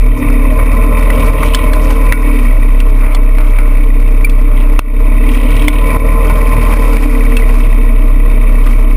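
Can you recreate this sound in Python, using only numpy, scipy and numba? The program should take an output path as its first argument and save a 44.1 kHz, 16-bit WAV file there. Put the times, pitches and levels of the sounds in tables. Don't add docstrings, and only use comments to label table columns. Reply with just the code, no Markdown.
import sys
import numpy as np
from scipy import signal
from scipy.fft import rfft, irfft
from scipy.io import wavfile
from scipy.ndimage import uniform_filter1d
from numba import njit

SR = 44100
rng = np.random.default_rng(int(sys.argv[2]) if len(sys.argv) > 2 else 0)


def wav_record(signal):
    frames = np.transpose(np.atleast_2d(signal))
    bounded = np.clip(frames, -1, 1)
    quanta = np.round(bounded * 32767).astype(np.int16)
    wavfile.write(sys.argv[1], SR, quanta)


N = 395136
CRUISE_HZ = 36


def from_db(db):
    return 10 ** (np.asarray(db) / 20)


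def rms_one(x):
    return x / np.sqrt(np.mean(x ** 2) + 1e-20)


def swell(middle_s, length_s):
    return np.exp(-(2 * (np.arange(N) / SR - middle_s) / length_s) ** 2)


def drift(rate):
    pole = np.exp(-80 * np.pi * rate / SR)
    slow = signal.lfilter([1], [1, -2 * pole, pole * pole], rng.standard_normal(N // 40 + 2002))[2000:]
    return np.interp(np.arange(N) / 40, np.arange(len(slow)), rms_one(slow))


def band(x, low_hz, high_hz):
    edges = np.clip([low_hz, high_hz], 10, .47 * SR)
    return signal.sosfilt(signal.butter(2, edges, "band", fs=SR, output="sos"), x + 1e-18)


def resonate(x, modes):
    return rms_one(sum(from_db(db) * band(x, hz - width / 2, hz + width / 2) for hz, width, db in modes))


def grains(per_s, spread_db):
    sizes = from_db(spread_db * np.minimum(rng.exponential(1, N), 5))
    return rms_one(sizes * rng.choice([-1, 1], N) * (rng.random(N) < per_s / SR))


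def bursts(clicks, decay_s):
    envelope = signal.lfilter([1], [1, -np.exp(-1 / (decay_s * SR))], clicks + 1e-18)
    return rms_one(envelope * rng.standard_normal(N))


def splinter(clicks, decay_s):
    t = np.arange(SR // 50) / SR
    return rms_one(signal.fftconvolve(clicks, rng.standard_normal(len(t)) * np.exp(-t / decay_s))[:N])


def firings(cycles, lag, jitter_s, uneven_db, limp_db):
    at = np.flatnonzero(np.diff(np.floor(cycles - lag)) > 0)
    chance = rng.standard_normal((len(at), 2))
    late = (chance[:, 0] * jitter_s * SR).astype(int)
    strength_db = uneven_db * chance[:, 1] + limp_db * (-1) ** np.arange(len(at))
    clicks = np.zeros(N)
    clicks[np.clip(at + late, 0, N - 1)] = from_db(strength_db)
    return rms_one(clicks)


def puffs(cycles, lag, depth):
    return rms_one(rng.standard_normal(N) * (1 + depth * np.cos(2 * np.pi * (cycles - lag))))


def leaves():
    # middle in seconds, length in seconds, level in dB.
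    passes = [(.19, 0.041, -46), (1.207, .03, -46), (1.457, 0.08, -38), (1.846, .03, -37),
              (3.513, 0.046, -52), (5.337, .045, -41)]
    touch = sum(from_db(db) * swell(s, length) for s, length, db in passes)
    return touch * rms_one(band(grains(5000, spread_db=2.0), 4600, 7400))


def grass_levels(load_hz):
    # middle and length in seconds, crackle in dB, leaf swish in dB.
    clumps = [(1.2, 0.26, -31, -35), (1.504, 0.18, -23.5, -40), (1.883, 0.16, -31.5, -29),
              (2.345, 0.28, -39, -33), (3.454, 0.16, -42, -41), (4.596, 0.061, -33, -42),
              (5.343, 0.16, -29.5, -37), (5.618, 0.31, -25.5, -35), (6.82, 0.74, -34.5, -29),
              (7.567, 0.37, -38, -35.5), (8.682, 0.096, -36, -33)]
    crackle_power = from_db(-42 + load_hz) ** 2
    swish_power = from_db(-35.5 + 1.5 * load_hz) ** 2
    for s, length, crackle_db, swish_db in clumps:
        press = swell(s, length)
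        crackle_power += press * from_db(crackle_db) ** 2
        swish_power += press * from_db(swish_db) ** 2
    return 10 * np.log10(crackle_power), 10 * np.log10(swish_power)


def grass(cycles, load_hz):
    # centre in Hz, width in Hz, relative gain in dB.
    crackle_modes = [(2690, 510, 10.5), (3014, 290, 6), (3656, 310, 2), (4020, 100, -9.5)]
    # frequency in Hz, relative gain in dB.
    rustle_curve = [(700, 22.5), (1500, 17), (2800, -16), (3800, 1), (5000, -2), (6000, -3), (7200, -8),
                    (8500, -2), (15000, -12)]
    crackle_db, swish_db = grass_levels(load_hz)
    taps = bursts(firings(cycles, lag=.42, jitter_s=.0012, uneven_db=2.3, limp_db=1.0), decay_s=.0065)
    crackle = resonate(taps + from_db(-5) * grains(900, spread_db=3.0), crackle_modes)
    snaps_per_s = 200 * from_db(swish_db + 38.5)
    snaps = splinter(grains(snaps_per_s, spread_db=3.7), decay_s=.0013)
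    brush = from_db(1.5) * snaps + rng.standard_normal(N) * from_db(4.2 * drift(36))
    hz, db = np.transpose(rustle_curve)
    bin_hz = np.arange(N // 2 + 1) * SR / N
    colour = from_db(np.interp(np.log(bin_hz + 1), np.log(hz), db))
    rustle = rms_one(band(irfft(rfft(brush) * colour, N), 910, 11600))
    return from_db(swish_db) * rustle + from_db(crackle_db) * crackle


def scrapes():
    # middle in seconds, length in seconds, level in dB.
    strokes = [(0.593, 0.018, -10), (1.432, 0.017, -12), (3.087, 0.19, -23.5), (3.408, 0.056, -28.5),
               (3.594, 0.43, -30), (4.6, 0.42, -32), (6.723, 0.044, -15), (8.67, .08, -46)]
    # centre in Hz, width in Hz, relative gain in dB.
    scraped_modes = [(597, 69, 8), (1115, 440, 1.5), (2210, 350, 1)]
    pressure = sum(from_db(db) * swell(s, length) for s, length, db in strokes)
    return pressure * resonate(grains(2500, spread_db=2.5), scraped_modes)


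def knocks():
    # start and attack in seconds, ring level in dB, its pitch in Hz, its t60 in seconds,
    # crack in dB, thud in dB, the thud's low edge in Hz, frame level in dB.
    hits = [(1.1008, .003, -4, 1980, 0.035, -21, -8, 900, -22),
            (1.5462, 0.0018, 3, 3160, 0.008, -4.5, -8.5, 1220, -19),
            (1.733, .001, -22, 4080, 0.056, -16.5, -8, 1200, -17),
            (2.1215, .003, 3.5, 1950, .016, -28, -6, 1100, -7),
            (2.130, .003, -14, 2210, 0.035, -36, -9, 1200, -10),
            (2.802, .001, -11.5, 2690, .012, -24, -21, 1200, -26),
            (3.146, 0.0034, -21, 2170, .017, -19.5, -19, 250, -33),
            (3.383, 0.0024, -28, 2260, .06, -48, -15, 400, -28),
            (3.586, .001, -16.5, 2295, 0.055, -37, -15, 500, -23),
            (4.2435, .006, -3.5, 2344, .04, -34, -30, 1200, -32),
            (4.2955, 0.00082, -18, 2580, 0.014, -25, -37, 1200, -46),
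            (4.791, 0.00137, -3, 2616, 0.01, -17, -3, 90, -24),
            (5.6813, 0.00136, 7, 2140, 0.012, -8.5, -3, 510, -18),
            (5.904, .001, -11, 2360, 0.054, -39, -22, 1200, -28),
            (6.296, 0.0026, -13, 924, .13, -32, -12, 400, -15),
            (6.9666, 0.0031, -9, 2220, 0.029, -38, -13, 900, -26),
            (7.367, .002, -10, 2640, 0.076, -19, -12, 1200, -24),
            (7.421, 0.0016, -15, 2030, .04, -44, -32, 1200, -34),
            (8.665, .001, -16, 1200, .06, -28, -24, 600, -29)]
    # centre in Hz, width in Hz, relative gain in dB.
    stalk_modes = [(3130, 220, -0.5), (3350, 410, 4), (4320, 510, -2), (4990, 440, -5), (8000, 3600, -13)]
    # pitch in Hz, relative level in dB, t60 in seconds.
    frame_modes = [(1451, -4, 0.16), (2034, -2.5, 0.065), (2261, -5, 0.25), (2665, -9, 0.11)]
    crack_t60_s, thud_t60_s, thud_width_hz = 0.033, 0.017, 1100
    out, t = np.zeros(N), np.arange(SR // 4) / SR
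    for s, attack_s, ring_db, hz, t60, crack_db, thud_db, thud_hz, frame_db in hits:
        noise = rng.standard_normal((2, len(t)))
        fall = -60 * np.maximum(t - attack_s, 0)
        ring = np.sin(2 * np.pi * hz * t) * from_db(ring_db + fall / t60)
        crack = resonate(noise[0], stalk_modes) * from_db(crack_db + fall / crack_t60_s)
        thud = rms_one(band(noise[1], thud_hz, thud_hz + thud_width_hz))
        thud *= from_db(thud_db + fall / thud_t60_s)
        frame = sum(np.sin(2 * np.pi * mode_hz * t) * from_db(frame_db + db + fall / mode_t60)
                    for mode_hz, db, mode_t60 in frame_modes)
        hit = (ring + crack + thud + frame) * np.minimum(t / attack_s, 1)
        at = int(s * SR)
        out[at:at + len(t)] += hit[:N - at]
    return out


def hums():
    # middle in seconds, length in seconds, pitch in Hz, level in dB.
    notes = [(0.535, 0.052, 620, -15.5), (1.143, 0.19, 537, -17), (1.757, 0.21, 615, -19),
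             (1.936, 0.08, 460, -12), (5.57, 0.18, 108, -17), (5.675, 0.092, 292, -7),
             (6.045, 0.23, 113, -14.5), (6.57, 0.18, 116, -10), (7.213, 0.81, 457, -20)]
    wobble_hz, flicker_db = 3.5, 1.8
    t = np.arange(N) / SR
    wobble = np.cumsum(wobble_hz * drift(15)) / SR
    tones = sum(from_db(db) * swell(s, length) * np.sin(2 * np.pi * (hz * t + wobble))
                for s, length, hz, db in notes)
    return tones * from_db(flicker_db * drift(25))


def belt(speed_hz, load_hz):
    hz = 1035.4 * (speed_hz / 39) ** .62 + 8 * drift(26)
    fade_db = 3 * np.minimum(load_hz - 2, 0)
    level_db = -29.3 + 2 * load_hz + fade_db + 2.5 * drift(30)
    return from_db(level_db) * np.sqrt(2) * np.sin(2 * np.pi * np.cumsum(hz) / SR)


def drive_howl(cycles, load_hz):
    # centre in Hz, width in Hz, relative gain in dB.
    housing_modes = [(449.9, 46.4, 3), (534.5, 10.4, 1), (620.6, 62.4, -0.5), (754, 148, -16.5),
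                     (891.7, 19, -5.5), (1045, 82, -2.5), (1159, 37, -5), (1292, 76, -11)]
    intake_modes = [(539.4, 39, 9.6), (617, 21, 1), (1050, 146, 5.6)]
    shakes = rms_one(sum(firings(cycles, lag, jitter_s=.00015, uneven_db=2.4, limp_db=1.2)
                         for lag in (.1, .37, .58)))
    howl = resonate(shakes + from_db(-1) * puffs(cycles, lag=.35, depth=.35), housing_modes)
    sing = resonate(shakes + from_db(-6) * puffs(cycles, lag=.4, depth=.2), intake_modes)
    return from_db(-22.5 + 2 * load_hz) * howl + from_db(-40.135 + 3.14 * load_hz) * sing


def clatter(cycles, load_hz, in_tune):
    # centre in Hz, width in Hz, relative gain in dB.
    casing_modes = [(1468, 34, -1.5), (1949, 190, 2), (2245, 81, 10), (2426, 102, 5), (2605, 67, 3),
                    (3090, 50, -10), (3640, 84, -7.5)]
    ticks = rms_one(grains(1100, spread_db=5.5) * (1 + 0.026 * np.cos(2 * np.pi * (cycles - .45))))
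    clacks = firings(cycles / 2, lag=.3, jitter_s=.0006, uneven_db=2.2, limp_db=1.0)
    tappet = resonate(splinter(clacks, decay_s=.004), [(2020, 140, 3.5), (2273, 300, -1.0)])
    casing = resonate(ticks + puffs(cycles, lag=0.77, depth=0.24), casing_modes)
    level_db = -28.5 + 1.82 * load_hz + 3 * in_tune
    return from_db(level_db) * (casing + from_db(-8 + 3.5 * in_tune) * tappet)


def surging():
    # start and length in seconds, surges a second, depth in firings a second.
    pushes = [(.48, 1.51, 4.58, 1.2), (5.43, 1.57, 2.63, .62)]
    t = np.arange(N) / SR
    return sum(depth * np.sin(np.pi * np.clip((t - s) / length, 0, 1))
               * np.sin(2 * np.pi * per_s * (t - s)) for s, length, per_s, depth in pushes)


def exhaust(cycles, load_hz, pull_db, in_tune):
    # multiple of the firing rate, relative level in dB.
    low_orders = [(2, -4.5), (3, 10), (4, -2.5), (5, -13)]
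    # centre in Hz, width in Hz, relative gain in dB.
    muffler_modes = [(63, 43, 4), (99, 85, -2), (156, 52, -18.5)]
    pipe_modes = [(241, 69, -13.5), (255.6, 41.6, 10.5), (286.1, 20.6, 11), (452.6, 26.5, 2)]
    orders = rms_one(sum(from_db(db + 1.6 * drift(3)) * np.sin(2 * np.pi * k * cycles)
                         for k, db in low_orders))
    limp = firings(cycles, lag=0.186, jitter_s=0.000094, uneven_db=0.5, limp_db=2.5)
    chug = resonate(limp + puffs(cycles, lag=0.032, depth=0.49), muffler_modes)
    pulses = firings(cycles, lag=.25, jitter_s=.00013, uneven_db=1.8, limp_db=.7)
    drone = resonate(pulses + from_db(-3.0) * puffs(cycles, lag=0.3, depth=0.38), pipe_modes)
    return (from_db(-22 + 1.2 * load_hz + pull_db) * orders
            + from_db(-20 + 1.84 * load_hz + pull_db) * chug
            + from_db(-19.5 + 1.5 * load_hz + 3.5 * in_tune) * drone)


def boom(cycles, load_hz, surge_hz):
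    # middle in seconds, length in seconds, depth in dB.
    dips = [(0.205, 0.11, 17), (1.212, 0.09, 3.5), (1.43, 0.25, 3.5), (1.626, 0.1, 4.5), (5.933, 0.11, 5)]
    dip_db = sum(depth_db * swell(s, length) for s, length, depth_db in dips)
    level_db = -2.5 + 0.41 * load_hz - 1.5 * surge_hz - dip_db
    return from_db(level_db) * np.sqrt(2) * np.cos(2 * np.pi * cycles)


def scene():
    # time in seconds, firings a second.
    speed_curve = [(0.0, 36.64), (0.38, 35.65), (0.58, 37.7), (1.06, 39.52), (1.84, 37.7), (2.15, 37.5),
                   (2.58, 33.81), (2.99, 33.1), (3.48, 32.59), (4.92, 32.7), (5.24, 35.06), (5.87, 37.96),
                   (6.4, 39.18), (6.7, 38.94), (7.2, 35.16), (8.11, 33.38), (8.33, 34.13), (8.96, 33.45)]
    throttle_opens_s, throttle_rise_s, coasting_hz = 0.2, 0.064, 3.5
    pipe_speed_hz, pipe_range_hz = 35.54, 1.37
    t = np.arange(N) / SR
    steady_hz = np.interp(t, *np.transpose(speed_curve))
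    surge_hz = surging()
    cycles = .33 + np.cumsum(steady_hz + surge_hz) / SR
    closed = .5 - .5 * np.tanh((t - throttle_opens_s) / throttle_rise_s)
    load_hz = steady_hz - CRUISE_HZ - coasting_hz * closed
    in_tune = np.exp(-((CRUISE_HZ + load_hz - pipe_speed_hz) / pipe_range_hz) ** 2)
    pull_db = 0.15 * uniform_filter1d(np.gradient(steady_hz) * SR, int(0.66 * SR))
    engine = (boom(cycles, load_hz, surge_hz) + exhaust(cycles, load_hz, pull_db, in_tune)
              + drive_howl(cycles, load_hz) + clatter(cycles, load_hz, in_tune)
              + belt(steady_hz, load_hz))
    return (engine + hums() + grass(cycles, load_hz) + leaves() + scrapes() + knocks())[None]


@njit
def limiter(x, ceiling_db, attack_db_per_s, knee_db, forget_db_per_s, release_db_per_s):
    out, cut_db, peak_db = np.zeros(len(x)), 0.0, ceiling_db
    for i in range(len(x)):
        out[i] = x[i] * 10 ** (-cut_db / 20)
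        peak_db = max(20 * np.log10(abs(out[i]) + 1e-9), peak_db - forget_db_per_s / SR)
        push = attack_db_per_s * np.tanh(max(peak_db - ceiling_db, 0.0) / knee_db)
        cut_db = max(cut_db + (push - release_db_per_s) / SR, 0.0)
    return out


def record(dry):
    mirror_hz, cutoff_hz = 12000, 15300
    held = limiter(dry[0], ceiling_db=-0.2, attack_db_per_s=2700., knee_db=2.8,
                   forget_db_per_s=950., release_db_per_s=56.)[None]
    clipped = .98 * held / (1 + held ** 16) ** (1 / 16)
    dulled = signal.sosfilt(signal.butter(2, 4500, fs=SR, output="sos"), clipped)
    carrier = np.cos(2 * np.pi * mirror_hz * np.arange(N) / SR)
    sizzle = from_db(5.5) * np.gradient(dulled, axis=-1) * carrier
    sizzle = signal.sosfilt(signal.butter(1, 13000, fs=SR, output="sos"), sizzle)
    return signal.sosfilt(signal.ellip(10, .1, 80, cutoff_hz, fs=SR, output="sos"), clipped + sizzle)


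dry = scene()
out = record(dry)
wav_record(out)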